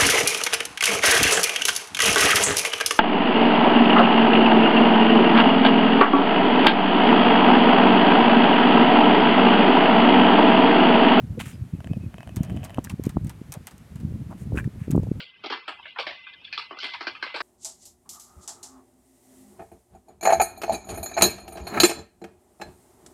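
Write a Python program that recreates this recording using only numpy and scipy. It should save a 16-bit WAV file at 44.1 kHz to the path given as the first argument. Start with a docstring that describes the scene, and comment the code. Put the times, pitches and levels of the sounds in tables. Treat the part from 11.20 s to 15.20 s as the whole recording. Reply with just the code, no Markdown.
"""Wind rumbles and buffets the microphone in a yard while hens cluck, snick and scuff the dry ground.
A bird peeps faintly further off, and a lens motor ticks and whirrs beside the microphone.
Up front the hens drink from nipple drinkers on a plastic pipe: the steel pins click and rattle,
the pipe answers with a hollow ring, and beaks knock on the plastic."""
import sys
import numpy as np
from scipy import signal
from scipy.fft import rfft, irfft
from scipy.io import wavfile

SR = 44100
rng = np.random.default_rng(int(sys.argv[2]) if len(sys.argv) > 2 else 0)


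def materialize(psi):
    """Save the field psi as 16-bit PCM at rate SR to the path in sys.argv[1].

    A 1-D psi becomes a single channel; in a 2-D psi each row is a channel.
    """
    bounded = np.clip(np.atleast_2d(psi).T, -1, 1)
    quanta = np.round(bounded * 32767).astype(np.int16)
    wavfile.write(sys.argv[1], SR, quanta)


N = 176400
TIME = np.arange(N) / SR

# Tone of the yard's ambience. Each row: frequency in Hz, relative level in dB.
YARD_COLOUR = [(250,-14),(600,-18.5),(2200,-24.5),(4600,-32.5),(12000,-34),(16000,-46)]
# Distant peeps. Each row: start in seconds, length in seconds, level in dB.
FAR_PEEPS = [(.53,0.055,-64.5),(0.687,0.085,-55),(.8,0.068,-58.5),(0.971,.085,-56),(1.095,0.046,-60)]
# Swells of the wind's rumble. Each row: time in seconds, level in dB.
WIND_SWELLS = [(0,-38),(.18,-31.5),(.48,-42),(.74,-30.5),(.98,-41.5),(1.22,-35),(1.39,-25),(1.5,-40),(1.8,-38),(2.07,-30),(2.16,-41),(2.52,-50),(2.79,-38.5),(2.87,-33),(3.17,-37),(3.36,-26),(3.52,-36.5),(3.66,-38),(3.75,-19),(3.86,-31),(4,-37)]
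# Tone of the rumble. Each row: frequency in Hz, relative level in dB.
RUMBLE_COLOUR = [(20,-65),(40,-7.5),(65,2),(130,2),(200,-3),(450,-24.5),(2000,-61.5)]
# Eddies hitting the microphone. Each row: centre in seconds, peak level in dB, pitch in Hz.
EDDIES = [(0.107,-21.5,128),(0.423,-19.5,107),(.537,-17.5,140),(.55,-21,174),(.714,-16,177),(0.772,-25.5,161),(0.864,-23.5,159),
          (1.171,-15.5,169),(1.208,-12,162),(1.345,-21,205),(1.365,-20.5,160),(1.5834,-11.5,680),(1.586,-12.5,189),(1.59,-15,200),(1.74,-17.5,157),(1.797,-15.5,230),(1.869,-9.5,216),(1.961,-19,146),(1.969,-14.5,654),(1.971,-10,216),(2.039,-19.5,123),(2.048,-17,149),(2.216,-23.5,203),
          (2.373,-26.5,139),(2.761,-25,147),(2.851,-14,147),(2.923,-29,240),(3.007,-26,137),(3.322,-21.5,360),(3.3455,-17,250),(3.357,-20.5,245),(3.374,-13.5,189),(3.461,-16,131),(3.476,-16,194),(3.618,-18.5,136),(3.681,-18,240),(3.703,-13.5,190),(3.735,-11,160),(3.7484,-18,430),(3.752,-7,204),(3.7536,-19.5,586),(3.765,-8.5,190),(3.7777,-17,545),(3.7794,-6,205),(3.8,-26,330),(3.833,-24,343),(3.87,-26,328),(3.916,-9.5,213)]
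# Moves of the lens motor. Each row: start in seconds, stop in seconds, starting knock's pitch in Hz.
LENS_MOVES = [(.6045,0.6444,1470),(0.6726,0.7336,1740),(0.942,0.9827,1420),(1.006,1.0305,1730),(1.074,1.0924,1680),(1.2983,1.304,2300),(1.3654,1.372,2740),(1.432,1.438,2760),(1.496,1.5048,1940),(1.545,1.545,2540),(1.5746,1.59,2700)]
# Lens barrel resonances. Each row: frequency in Hz, relative level in dB, 60 dB decay in seconds.
BARREL_MODES = [(660,1,0.02),(1040,-5,0.0081),(1720,-9,0.01),(2010,-12,0.011),(2610,-9.5,0.012),(3030,-6,0.014)]
# Fader curve of the gear whirr. Each row: time in seconds, level in dB.
WHIRR_LEVELS = [(.9,-63),(1.13,-66),(1.2,-51),(1.6,-53.5),(1.63,-75)]
# A hen's snick and scuffs of feet and feathers. Each row: start in seconds, rise in seconds,
# 60 dB decay in seconds, level in dB, resonance in Hz, hiss against the body in dB.
RASPS = [(0.191,0.013,0.03,-36.5,3070,-8),(0.198,0.004,0.039,-39.5,1130,-22),(.21,0.0091,0.22,-49.5,2780,-6),(.25,0.017,0.11,-55.5,1960,0),(2.344,0.0068,0.059,-47,710,-30),(3.101,0.0094,0.052,-43.5,930,-22),(3.17,0.057,0.03,-67.5,2680,8.5),(3.351,0.031,0.049,-41,1640,-9),(3.59,0.011,0.16,-57,2320,-8.5)]
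# Beaks on plastic. Each row: start in seconds, level in dB, main resonance in Hz.
BEAK_KNOCKS = [(.2103,-26.5,2620),(1.6715,-33.5,1700),(1.6995,-31,2700),(3.3735,-24.5,2520),(3.3741,-24,1600),(3.379,-24.5,2470),(3.3862,-19,1580),(3.3983,-26.5,1680),(3.4064,-33,1750),(3.4426,-36,1790)]
# The struck spot. Each row: ratio to the main resonance, relative level in dB, 60 dB decay in seconds.
SPOT_MODES = [(.7,-14,0.0052),(1,3,0.012),(1.17,0,0.0035),(1.55,-4.5,0.004)]
# The whole plastic shell. Each row: frequency in Hz, relative level in dB, 60 dB decay in seconds.
SHELL_MODES = [(1625,-20,.09),(2365,-22,.07),(2585,-28.5,.08)]
# Drinker pin hits. Each row: start in seconds, relative level in dB, rattle send in dB.
PIN_HITS = [(1.1609,-31.5,-14),(1.167,-35,-9.5),(1.2327,-34,-12),(1.248,-43,-12),(1.442,-33.5,-17),(1.4476,-33,-10),
            (1.6422,-32.5,-17),(1.6468,-27.5,-18),(1.6962,-43.5,4),(1.717,-43,-17),(1.838,-32.5,-14),(1.8535,-39,-7),(1.864,-35,-18),(1.893,-36.5,-9),
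            (2.0465,-40,-16.5),(2.0694,-37.5,-15),(2.095,-35.5,-9),(2.3217,-28,-16.5),(2.3255,-25,-24),(2.3392,-28.5,-16),
            (2.4702,-28.5,-12),(2.5103,-47,-4),(2.5808,-43.5,-33),(2.7573,-47,-7),(2.801,-56,0.5),(3.443,-48.5,-7),(3.7077,-34.5,-9.5),(3.7137,-28,-22),(3.7613,-42,-24),(3.832,-52,-3.5)]
# Ring of pin and housing. Each row: frequency in Hz, relative level in dB, 60 dB decay in seconds.
PIN_RING = [(5930,-0.5,0.01),(6620,3,0.0069),(7850,8,0.0036),(8730,-2,0.029),(10280,-3,0.0087),(10640,-5,0.017),(12070,6,0.0065),(13800,3.5,0.0028)]
# Tone of the pins' chatter and the lens's dry click. Each row: frequency in Hz, relative level in dB.
RATTLE_COLOUR = [(1200,-5.5),(1900,3),(4800,-3.5),(8800,-1.5),(12000,-8.5),(16000,-16)]
# Hollow tone of the pipe. Each row: frequency in Hz, relative level in dB.
PIPE_COLOUR = [(350,-43),(600,-4.5),(900,7),(1300,0.5),(2200,-3.5),(6000,-25)]


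def from_db(db):
    """Decibels to gain."""
    return 10 ** (np.asarray(db) / 20)


def rms_one(x):
    """Scale to unit rms."""
    return x / np.sqrt(np.mean(x ** 2) + 1e-20)


def noise(colour):
    """Unit noise with the given (Hz, dB) colour."""
    hz, db = np.transpose(colour)
    bins_hz = np.maximum(np.fft.rfftfreq(N, 1 / SR), 1)
    eq = from_db(np.interp(np.log(bins_hz), np.log(hz), db))
    return rms_one(irfft(rfft(rng.standard_normal(N)) * eq, N))


def butter(x, hz, kind, order=2):
    """Butterworth filter."""
    return signal.sosfilt(signal.butter(order, np.clip(hz, 10, SR / 2 - 10), kind, fs=SR, output="sos"), x)


def drift(rate_hz):
    """A random wobble of unit rms."""
    return rms_one(butter(rng.standard_normal(N), rate_hz, "low"))


def ring(x, hz, t60):
    """A resonator: a unit click sets a sine of height 1 ringing."""
    r, w = from_db(-60 / (t60 * SR)), 2 * np.pi * hz / SR
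    return signal.lfilter([0, np.sin(w)], [1, -2 * r * np.cos(w), r * r], x + 1e-18)


def clicks(times, gain):
    """Impulses at the given times in seconds."""
    samples = np.clip(np.atleast_1d(times) * SR, 0, N - 1).astype(int)
    return np.bincount(samples, np.atleast_1d(gain), N)


def fade(x, t60):
    """Give each impulse an exponential tail."""
    return signal.lfilter([1], [1, -from_db(-60 / (t60 * SR))], x + 1e-18)


def strike(times, db, modes, vary_db):
    """Each blow excites each mode with its own strength and sign."""
    out = np.zeros(N)
    for hz, mode_db, t60 in modes:
        gains = from_db(db + mode_db + rng.normal(0, vary_db, len(times)))
        signs = rng.choice([-1, 1], len(times))
        out += ring(clicks(times, gains * signs), hz, t60)
    return out


def yard():
    """A quiet, steady bed of open air."""
    return from_db(-57.5) * noise(YARD_COLOUR)


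def far_bird(top_hz=2590, arch_hz=140.4, waver_hz=46):
    """Thin, wavering whistles that arch in pitch and level."""
    out, waver = np.zeros(N), waver_hz * drift(140)
    for start, length, db in FAR_PEEPS:
        arch = np.clip(2 * (TIME - start) / length - 1, -1, 1) ** 2  # 1 at the ends, 0 in the middle
        pitch = top_hz - arch_hz * arch + waver
        out += from_db(db) * np.sqrt(1 - arch) * np.sin(2 * np.pi * np.cumsum(pitch) / SR)
    return out


def wind_rumble(lump_db=4.3):
    """Wind on the microphone: a lumpy low end that swells and sinks."""
    swells = from_db(np.interp(TIME, *np.transpose(WIND_SWELLS)))
    return swells * rms_one(noise(RUMBLE_COLOUR) * from_db(lump_db * drift(28)))


def wind_buffets():
    """Single eddies each swing the diaphragm for a cycle or two."""
    out, usual_hz = np.zeros(N), np.median(np.array(EDDIES)[:, 2])
    for centre, db, hz in EDDIES:
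        roundness = 2.95 * (1 + 0.41 * (usual_hz / hz) ** 4)  # slow eddies are rounder and swing longer
        near = np.abs(TIME - centre) < 6 / hz
        cycle = 2 * np.pi * hz * (TIME[near] - centre) / (roundness - .5)
        phasor = np.exp(2j * np.pi * rng.random())
        out[near] += from_db(db) * np.real(phasor / (1 - 1j * cycle) ** roundness)
    return butter(out, 1330, "low", order=8)


def lens_motor(knock_t60=.007):
    """Every move starts with a hollow knock and stops with a tick; running gears rub the same barrel."""
    starts, stops, _ = np.transpose(LENS_MOVES)
    ticks = strike(starts, -38, BARREL_MODES, vary_db=2.5) + strike(stops, -35, BARREL_MODES, vary_db=1)
    knocks = sum(ring(clicks(start, from_db(-37)), hz, knock_t60) for start, _, hz in LENS_MOVES)
    contacts = clicks(np.r_[starts, stops], np.ones(2 * len(LENS_MOVES)))
    # The barrel lets out only a faint dry click of treble.
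    leak = from_db(-45.5) * fade(contacts, knock_t60) * noise(RATTLE_COLOUR)
    gears = sum(from_db(db) * ring(rng.standard_normal(N), hz, t60) for hz, db, t60 in BARREL_MODES)
    fader = from_db(np.interp(TIME, *np.transpose(WHIRR_LEVELS), left=-np.inf, right=-np.inf))
    whirr = fader * rms_one(butter(gears, 3980, "low"))
    return butter(ticks + knocks, 3500, "low", order=6) + leak + whirr


def snick_and_scuffs(hiss_hz=7150, width=0.78, grain_db=3):
    """Gritty friction that swells and dies, with a broad resonance and a hiss above it."""
    out, grit = np.zeros(N), from_db(grain_db * drift(700))
    hiss = butter(rng.standard_normal(N), [hiss_hz * 0.9, hiss_hz * 1.45], "band", order=1)
    hiss = rms_one(butter(hiss, 3700, "high"))
    for start, rise, t60, db, hz, hiss_db in RASPS:
        body = butter(rng.standard_normal(N), [hz / (1 + width), hz * (1 + width / 2)], "band", order=1)
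        body = rms_one(butter(body, hz * 1.13, "low", order=4))
        attack = np.clip((TIME - start) / rise, 0, 1) ** 0.51
        release = from_db(-60 * (np.maximum(TIME - start - rise, 0) / t60) ** 2.95)
        out += from_db(db) * attack * release * (body + from_db(hiss_db) * hiss)
    return out * rms_one(grit)


def snick_whistle(centre_s=0.342, width_s=0.024, hz=4980):
    """A thin, breathy whistle in the tail of the snick."""
    envelope = np.exp(-((TIME - centre_s) / width_s) ** 2)
    return from_db(-63) * envelope * rms_one(ring(rng.standard_normal(N), hz, width_s))


def cluck(centre_s=0.182, width_s=0.0069, hz=488):
    """One soft closed-beak cluck, a few cycles long."""
    t = TIME - centre_s
    return from_db(-31.5) * np.exp(-(t / width_s) ** 2) * np.sin(2 * np.pi * hz * t)


def beak_knocks():
    """Short hollow knocks whose pitch depends on the spot struck; the whole shell rings on faintly."""
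    spots = np.zeros(N)
    for start, db, hz in BEAK_KNOCKS:
        for k, (ratio, mode_db, t60) in enumerate(SPOT_MODES):
            spots += (-1) ** k * ring(clicks(start, from_db(db + mode_db)), hz * ratio, t60)
    starts, levels_db, _ = np.transpose(BEAK_KNOCKS)
    shell = strike(starts, levels_db, SHELL_MODES, vary_db=0.5)
    return butter(spots + shell, 3300, "low", order=6)  # the contact is too soft to ring any higher


def drinker_pins(rattle_t60=0.069, pipe_t60=0.11, pipe_swell_s=0.0035):
    """A pin snaps against its seat, chatters briefly, and the pipe answers lower and later."""
    starts, db, send_db = np.transpose(PIN_HITS)
    snap = strike(starts, db - 10.5, PIN_RING, vary_db=2.5)
    energy = clicks(starts, from_db(db + send_db) ** 2)  # overlapping rattles add in energy
    rattle = np.sqrt(fade(energy, rattle_t60 / 2)) * noise(RATTLE_COLOUR)
    pipe_energy = butter(fade(energy, pipe_t60 / 2), 1 / (2 * np.pi * pipe_swell_s), "low", order=1)
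    pipe = np.sqrt(np.abs(pipe_energy)) * noise(PIPE_COLOUR)
    return snap + from_db(1) * rattle + from_db(-2.5) * pipe


def scene():
    """A mono mix: birds and drinkers in the open air, wind and lens right at the microphone."""
    hens = drinker_pins() + beak_knocks() + snick_and_scuffs() + snick_whistle() + cluck()
    return (hens + far_bird() + lens_motor() + wind_rumble() + wind_buffets() + yard())[None]


def record(dry, low_cut_hz=38, high_cut_hz=16200):
    """The microphone rolls off the deepest wind, and the top is cut steeply."""
    trimmed = butter(dry, low_cut_hz, "high")
    return signal.sosfilt(signal.ellip(10, .1, 80, high_cut_hz, fs=SR, output="sos"), trimmed)


dry = scene()
out = record(dry)
materialize(out)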